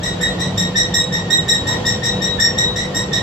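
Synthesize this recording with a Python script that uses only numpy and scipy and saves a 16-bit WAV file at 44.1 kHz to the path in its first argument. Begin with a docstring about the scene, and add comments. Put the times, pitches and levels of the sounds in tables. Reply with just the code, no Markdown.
"""Squeaky conveyor roller

A loaded belt runs through a sheet-metal gallery. Belt and idlers rumble underneath, the steel frame
drones, and a farther roller moans now and then. Up front one dry roller squeaks once a turn, 5.5 times
a second: a stick-slip tone slides up, rasps and rings in the roller's shell and the gallery,
and the roller's stand hums after it."""
import sys
import numpy as np
from scipy import signal
from scipy.fft import rfft, irfft
from scipy.io import wavfile
from scipy.ndimage import uniform_filter1d, minimum_filter1d

SR = 44100
rng = np.random.default_rng(int(sys.argv[2]) if len(sys.argv) > 2 else 0)


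def persist_wave(psi):
    """Save psi, clipped to +-1, as 16-bit WAV."""
    counts = np.round(np.clip(psi, -1, 1) * 32767).astype(np.int16)
    wavfile.write(sys.argv[1], SR, np.atleast_2d(counts).T)


N = 142002

# Tone of the belt and idlers. Each row: frequency in Hz, relative noise density in dB.
RUMBLE_SPECTRUM = [(15, -36), (30, -47), (48, -15.5), (85, -1.5), (150, 1), (200, -2.5), (225, -6.5),
                   (400, -8), (510, -8), (700, -11.5), (1050, -15.5), (1500, -22), (2400, -25.5),
                   (3300, -21), (4500, -28), (7000, -34.5), (8600, -50), (13000, -51.5), (14500, -79)]
# Stereo image of the rumble. Each row: frequency in Hz, left-right likeness from 0 (wide) to 1 (mono).
RUMBLE_LIKENESS = [(30, 1), (110, 1), (180, 0.98), (270, 0.98), (420, 0.65), (700, 0.65), (1100, 0.23),
                   (2000, 0), (12000, 0)]
# Fader ride on belt and frame together. Each row: time in seconds, gain in dB.
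BED_RIDE = [(0, 0), (.9, .3), (1.35, -1), (1.8, .5), (2.3, 0.3), (2.7, 0.5), (3.199, -0.5)]
# Drones of the frame. Each row: pitch in Hz, half-width in Hz, level in dB before the ride.
FRAME_DRONES = [(55, 5.4, -41), (101.6, 3, -36), (159, 9.3, -40.5), (464, 4.4, -44), (490.4, 7.1, -45.5)]
# Path of the strongest drone. Each row: time in seconds, pitch in Hz, level in dB before the ride.
DRONE_DRIFT = [(0, 176.5, -29.5), (.45, 180.3, -29.5), (1.1, 178.9, -28), (1.4, 172, -36.5),
               (1.8, 190, -29.5), (2.2, 196.8, -30.5), (2.7, 194, -33), (3.2, 194, -31)]
# Moans of the farther roller. Each row: start in seconds, length in seconds, level at the crest in dB.
FAR_MOANS = [(1.114, 0.14, -33.5), (1.655, 0.17, -28.5), (2.615, 0.13, -37), (2.933, .17, -32.5)]
# That roller's modes. Each row: pitch in Hz, half-width in Hz, relative level in dB.
FAR_MODES = [(869, 18, -9.5), (956, 10, -18), (912, 34, -21.5), (1002, 8.8, -10.5), (1040, 22, -18)]
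# Fader ride on the stand's hum. Each row: time in seconds, gain in dB.
HUM_RIDE = [(.1, -33.5), (.35, -32.5), (.6, -45), (.85, -29.5), (1.05, -33), (1.35, -47), (1.75, -27.5),
            (2.3, -32), (2.75, -32), (3.1, -33)]
# Dry rubbing under each squeak. Each row: frequency in Hz, relative noise density in dB.
RUB_SPECTRUM = [(900, -42), (1600, -2), (2300, 5.5), (3200, -5), (4500, -1), (6200, -10), (6700, -33),
                (8000, 7), (8600, -63), (10200, -22), (11800, -16), (13300, -26), (14000, -47)]
# Bright scrape as the dry spot grabs. Each row: frequency in Hz, relative noise density in dB.
BITE_SPECTRUM = [(2000, -12), (5000, -3), (8000, 6.5), (9000, -2), (11500, -0.5), (13400, -2), (14000, -8),
                 (15500, -15)]
# One squeak per turn. Each row: start in seconds, pitch in Hz, roughness from 0 to 1,
# relative levels of harmonics 1-4 in dB, left-minus-right balances of harmonics 2-4 in dB.
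TURNS = [(0.031, 1899, 0.88, -26, -24, -28, -31, 3, 4, -4),
         (0.211, 1886, 0.64, -19, -20, -29.5, -27, -0.5, -3, -2),
         (0.395, 1930, 0.82, -27.5, -23.5, -28.5, -33.5, -1.5, 3, 3),
         (0.576, 1889, 0.42, -24.5, -20.5, -23, -25, -3.5, 9, 6),
         (0.761, 1897, 0.44, -17.5, -17.5, -17.5, -25, -1.5, 1.5, -2),
         (0.941, 1892, 0.71, -20.5, -16.5, -18.5, -21.5, 2, -9, -0.5),
         (1.125, 1887, 0.59, -21.5, -24, -26, -34, 4.5, -4, -2),
         (1.305, 1888, 0.38, -18.5, -12.5, -23, -23.5, -5, -5, -10),
         (1.483, 1874, 0.71, -20, -14.5, -20.5, -21, 5.5, -6, -6),
         (1.67, 1891, 0.95, -22, -22.5, -25.5, -27.5, 4, -1, -6),
         (1.855, 1878, 0.66, -20.5, -21.5, -20, -25, -3, 6, 7),
         (2.034, 1902, 0.98, -23.5, -19.5, -22.5, -28.5, 7, -2, -4),
         (2.219, 1892, 0.35, -24, -20.5, -21.5, -30, 7, 7, 0),
         (2.398, 1860, 0.62, -16, -18.5, -12.5, -22, -1.5, 2, 3.5),
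         (2.58, 1886, 0.52, -19, -16.5, -21, -26.5, 3, -7, -0.5),
         (2.761, 1894, 1, -23.5, -23.5, -27, -32.5, -0.5, 0, -6),
         (2.948, 1893, 0.49, -24, -24, -23, -25.5, -3.5, 2, 0),
         (3.128, 1893, 0.99, -22.5, -19.5, -23.5, -30.5, -7.5, 0, -4)]
# How harmonics 1-4 grow and ring. Each row: head start in seconds, rise in seconds, sag in dB per second,
# shell mode in Hz, its bandwidth in Hz, its gain in dB for a harmonic at RING_REF_DB,
# reverb time in seconds, rasp at full roughness in dB.
HARMONIC_SHAPES = [(0.02, 0.014, -47, 1879, 8.1, -16, 0.42, -38),
                   (0.016, 0.024, -44, 3809, 10.2, 7.5, 0.27, -16.5),
                   (0.0048, 0.01, -116, 5563, 11.3, 1, 0.25, -9),
                   (0.0054, 0.012, -110, 7563, 50, -20, 0.27, -13)]
# Weak harmonics 5-8. Each entry: level in dB relative to the fourth, before the colour EQ.
TOP_HARMONICS_DB = [-20.5, -23.5, -18.5, -42]
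# Tone colour of the squeaks, an EQ with deep notches in the treble. Each row: frequency in Hz, gain in dB.
SQUEAK_COLOUR = [(1500, 5.5), (1680, -10), (1790, 0), (3900, 0.5), (4300, -5), (4850, 4), (5100, 3.5),
                 (5600, 0), (5750, -3.5), (5900, -0.5), (6050, -4), (6650, -2), (7400, 0.5), (8050, -0.5),
                 (8600, -24), (9600, 3.5), (10300, -2), (10700, -17), (11200, 0), (11800, -6), (12400, -13),
                 (12850, 3.5), (13250, -1), (13650, -22), (14500, -17), (15100, 0)]
# Slaps off the gallery walls. Each row: delay in seconds, gain in dB before the loss per harmonic.
WALL_ECHOES = [(.009, -1), (.027, -2.5), (.057, -2.5)]

RING_REF_DB = -25  # harmonics louder than this lock harder onto the shell's modes, dB for dB


def amp(db):
    """Decibels to gain."""
    return 10 ** (np.asarray(db) / 20)


def unit_rms(x):
    """Scales to rms 1."""
    return x / np.sqrt(np.mean(x ** 2) + 1e-20)


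def curve_at(points, hz):
    """Reads a curve on a log-frequency axis."""
    f, value = np.transpose(points)
    return np.interp(np.log(hz + 1), np.log(f + 1), value)


def place(mix, start_s, sound):
    """Drops a stereo sound into the mix."""
    at = round(start_s * SR)
    sound = sound[:, max(-at, 0):]
    part = mix[:, max(at, 0):][:, :sound.shape[1]]
    part += sound[:, :part.shape[1]]


def band(size, hz, half_width):
    """Resonant noise of rms 1; centred on 0 Hz it is a random wobble."""
    f = np.fft.rfftfreq(size, 1 / SR)
    return unit_rms(irfft(rfft(rng.standard_normal(size)) / (1 + ((f - hz) / half_width) ** 2), size))


def hiss(spectrum, size):
    """Friction noise of a given colour."""
    colour = amp(curve_at(spectrum, np.fft.rfftfreq(size, 1 / SR)))
    return irfft(rfft(rng.standard_normal(size)) * colour)


def gallery(x, t60, harmonic, direct_db=-6.5, loss_db=4):
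    """A dense stereo tail, the direct sound and wall slaps that lose loss_db per harmonic."""
    t = np.arange(9600) / SR
    response = rng.standard_normal((2, len(t))) * amp(-60 * t / t60)
    response /= np.linalg.norm(response, axis=1, keepdims=True)
    response[:, 0] += amp(direct_db)
    for delay, db in WALL_ECHOES:
        at = round(delay * SR) + rng.integers(0, 40, 2)  # a little different at each ear
        response[[0, 1], at] += amp(db - loss_db * (harmonic - 0.5))
    return signal.fftconvolve(x[None], response, axes=1)[:, :len(x)]


def levelled(x, t, db, pan_db=0):
    """Sets level and balance by the loud first 95 ms of a squeak."""
    loud = (t > 0) & (t < .095)
    ears = unit_rms(amp([[pan_db / 2], [-pan_db / 2]]))
    return amp(db) * ears * x / np.sqrt(np.mean(x[:, loud] ** 2, axis=1, keepdims=True) + 1e-20)


def belt_rumble(level_db=-24.5, patch_db=0.58, swell_db=0.83):
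    """The loaded belt rumbles over its idlers, with drifting patches of colour and a slow swell."""
    frames, hz = N // 512 + 5, np.fft.rfftfreq(2048, 1 / SR)
    noise = rng.standard_normal((5, frames, len(hz))).transpose(0, 2, 1)
    left, unrelated = noise[0] + 1j * noise[1], noise[2] + 1j * noise[3]
    likeness = curve_at(RUMBLE_LIKENESS, hz)[:, None]
    right = likeness * left + np.sqrt(1 - likeness ** 2) * unrelated
    patches = unit_rms(uniform_filter1d(uniform_filter1d(noise[4], size=14, axis=0), size=8, axis=1))
    swell = unit_rms(uniform_filter1d(rng.standard_normal(frames), size=16))
    colour = amp(curve_at(RUMBLE_SPECTRUM, hz)[:, None] + patch_db * patches + swell_db * swell)
    _, rumble = signal.istft(np.array([left, right]) * colour, nperseg=2048, noverlap=1536)
    return amp(level_db) * unit_rms(rumble[:, :N])


def frame_drone(waver_hz=9.2):
    """The steel frame sings in narrow, wavering bands; the strongest drifts in pitch."""
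    times, pitches, levels = np.transpose(DRONE_DRIFT)
    t = np.arange(N) / SR
    waver = band(N, 0, waver_hz) + 1j * band(N, 0, waver_hz)
    phase = 2 * np.pi * np.cumsum(np.interp(t, times, pitches)) / SR
    drifting = amp(np.interp(t, times, levels)) * (waver * np.exp(1j * phase)).real
    return drifting + sum(amp(db) * band(N, hz, width) for hz, width, db in FRAME_DRONES)


def far_roller():
    """Short rubs swell into moans in a cluster of low modes."""
    out = np.zeros((2, N))
    for start, length, level_db in FAR_MOANS:
        rub = np.array([sum(amp(db) * band(N, hz, width) for hz, width, db in FAR_MODES)
                        for ear in range(2)])
        size = round(length * SR)
        swell = np.sin(np.linspace(0, np.pi, size))
        place(out, start, amp(level_db) * unit_rms(rub[:, :size]) * swell)
    return out


def stand_hum(hz=497.4, waver_depth_hz=7.05, delay_s=0.0067, length_s=0.25):
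    """The dry roller's stand hums once a turn, swelling after each squeak."""
    t = np.arange(N) / SR
    swell = sum(np.sin(np.pi * np.clip((t - start - delay_s) / length_s, 0, 1)) ** 2
                for start, *_ in TURNS)
    hum = np.sin(2 * np.pi * np.cumsum(hz + waver_depth_hz * band(N, 0, 12.6)) / SR)
    ears = np.array([hum + 0.48 * band(N, hz, 12) for ear in range(2)])  # noise widens the image
    return amp(np.interp(t, *np.transpose(HUM_RIDE))) * swell * unit_rms(ears)


def grip(t, lead_s, rise_s, sag_db_per_s, hold_s=0.03, release_s=0.049):
    """Envelope of the dry spot: it grabs, sags and lets go."""
    attack = np.sin(np.pi / 2 * np.clip((t + lead_s) / rise_s, 0, 1)) ** 2
    release = np.clip(1 - (t - hold_s) / release_s, 0, 1)
    return attack * amp(sag_db_per_s * t) * release


def dry_scrape(t, force, bite_lead_s=0.002, bite_s=0.021):
    """Rubbing follows the grip and a bright bite marks the grab; both echo as faintly as harmonic 8."""
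    rub = gallery(force * hiss(RUB_SPECTRUM, len(t)), t60=0.49, harmonic=8)
    grab = np.sin(np.pi * np.clip((t + bite_lead_s) / bite_s, 0, 1))
    bite = gallery(grab * hiss(BITE_SPECTRUM, len(t)), t60=0.091, harmonic=8)
    return levelled(rub, t, db=-46) + levelled(bite, t, db=-47)


def slip_phases(t, hz, rough, wander_hz=70.5, jitter_hz=390, scoop_s=0.00375, top_share=0.88):
    """The slip scoops up to pitch and wobbles. Gives its phase and a steadier one for harmonics 5-8."""
    wobble = rough * (0.015 * band(len(t), 0, wander_hz) + 0.023 * band(len(t), 0, jitter_hz))
    flat = 0.052 / (1 + np.exp(np.minimum(t / scoop_s, 20)))
    return [2 * np.pi * np.cumsum(hz * (1 - flat + share * wobble)) / SR for share in (1, top_share)]


def shell_mode(tone, hz, bandwidth):
    """One resonance of the roller's shell, with peak gain 1, driven by a complex tone."""
    radius = np.exp(-np.pi * bandwidth / SR)
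    return signal.lfilter([1 - radius], [1, -radius * np.exp(2j * np.pi * hz / SR)], tone)


def squeak(t, hz, rough, levels_db, pans_db, flutter_hz=51.2, rasp_hz=311, trim_db=-2):
    """A raspy stick-slip tone over a dry scrape; it rings the shell's modes and the gallery."""
    size = len(t)
    phase, top_phase = slip_phases(t, hz, rough)
    flutter = abs(1 + 0.48 * band(size, flutter_hz, flutter_hz / 2))  # the grip comes and goes
    tones = np.zeros((2, size))
    for k, (db, pan_db, shape) in enumerate(zip(levels_db, pans_db, HARMONIC_SHAPES), 1):
        lead, rise, sag, mode_hz, bandwidth, mode_db, t60, rasp_db = shape
        rasp = band(size, rasp_hz, rasp_hz / 2) + 1j * band(size, rasp_hz, rasp_hz / 2)
        force = flutter * grip(t, lead, rise, sag)
        tone = force * (1 + rough * amp(rasp_db) * rasp) * np.exp(1j * k * phase)
        ring = amp(mode_db + db - RING_REF_DB) * shell_mode(tone, mode_hz, bandwidth)
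        tones += levelled(gallery((tone + ring).real, t60, k), t, db, pan_db)
    # The top harmonics and the rubbing ride on the fourth harmonic's envelope.
    for k, top_db in enumerate(TOP_HARMONICS_DB, 5):
        top = gallery(force * np.cos(k * top_phase), t60=0.2, harmonic=k)
        tones += levelled(top, t, levels_db[-1] + top_db)
    return amp(trim_db) * tones + dry_scrape(t, force)


def dry_roller(preroll_s=0.03):
    """The dry spot comes round and squeaks once a turn, shaped by the squeak colour EQ."""
    t = np.arange(12288) / SR - preroll_s
    out = np.zeros((2, N))
    for start, hz, rough, *mix_db in TURNS:
        sound = squeak(t, hz, rough, levels_db=mix_db[:4], pans_db=[0, *mix_db[4:]])
        place(out, start - preroll_s, sound)
    colour = amp(curve_at(SQUEAK_COLOUR, np.fft.rfftfreq(2 * N, 1 / SR)))
    return irfft(rfft(out, 2 * N) * colour)[:, :N]


def scene():
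    """Squeaks, hum and moans over a gently breathing bed of belt and frame."""
    ride = amp(np.interp(np.arange(N) / SR, *np.transpose(BED_RIDE)))
    return dry_roller() + stand_hum() + far_roller() + ride * (belt_rumble() + frame_drone())


def record(dry, ceiling=0.85, cutoff_hz=15750):
    """A quick peak limiter, then a steep low-pass."""
    allowed = np.minimum(1, ceiling / (abs(dry).max(0) + 1e-9))
    gain = uniform_filter1d(minimum_filter1d(allowed, size=401), size=401)
    lowpass = signal.firwin(511, cutoff_hz, window=("kaiser", 9), fs=SR)
    return signal.oaconvolve(dry * gain, lowpass[None], "same")


dry = scene()
out = record(dry)
persist_wave(out)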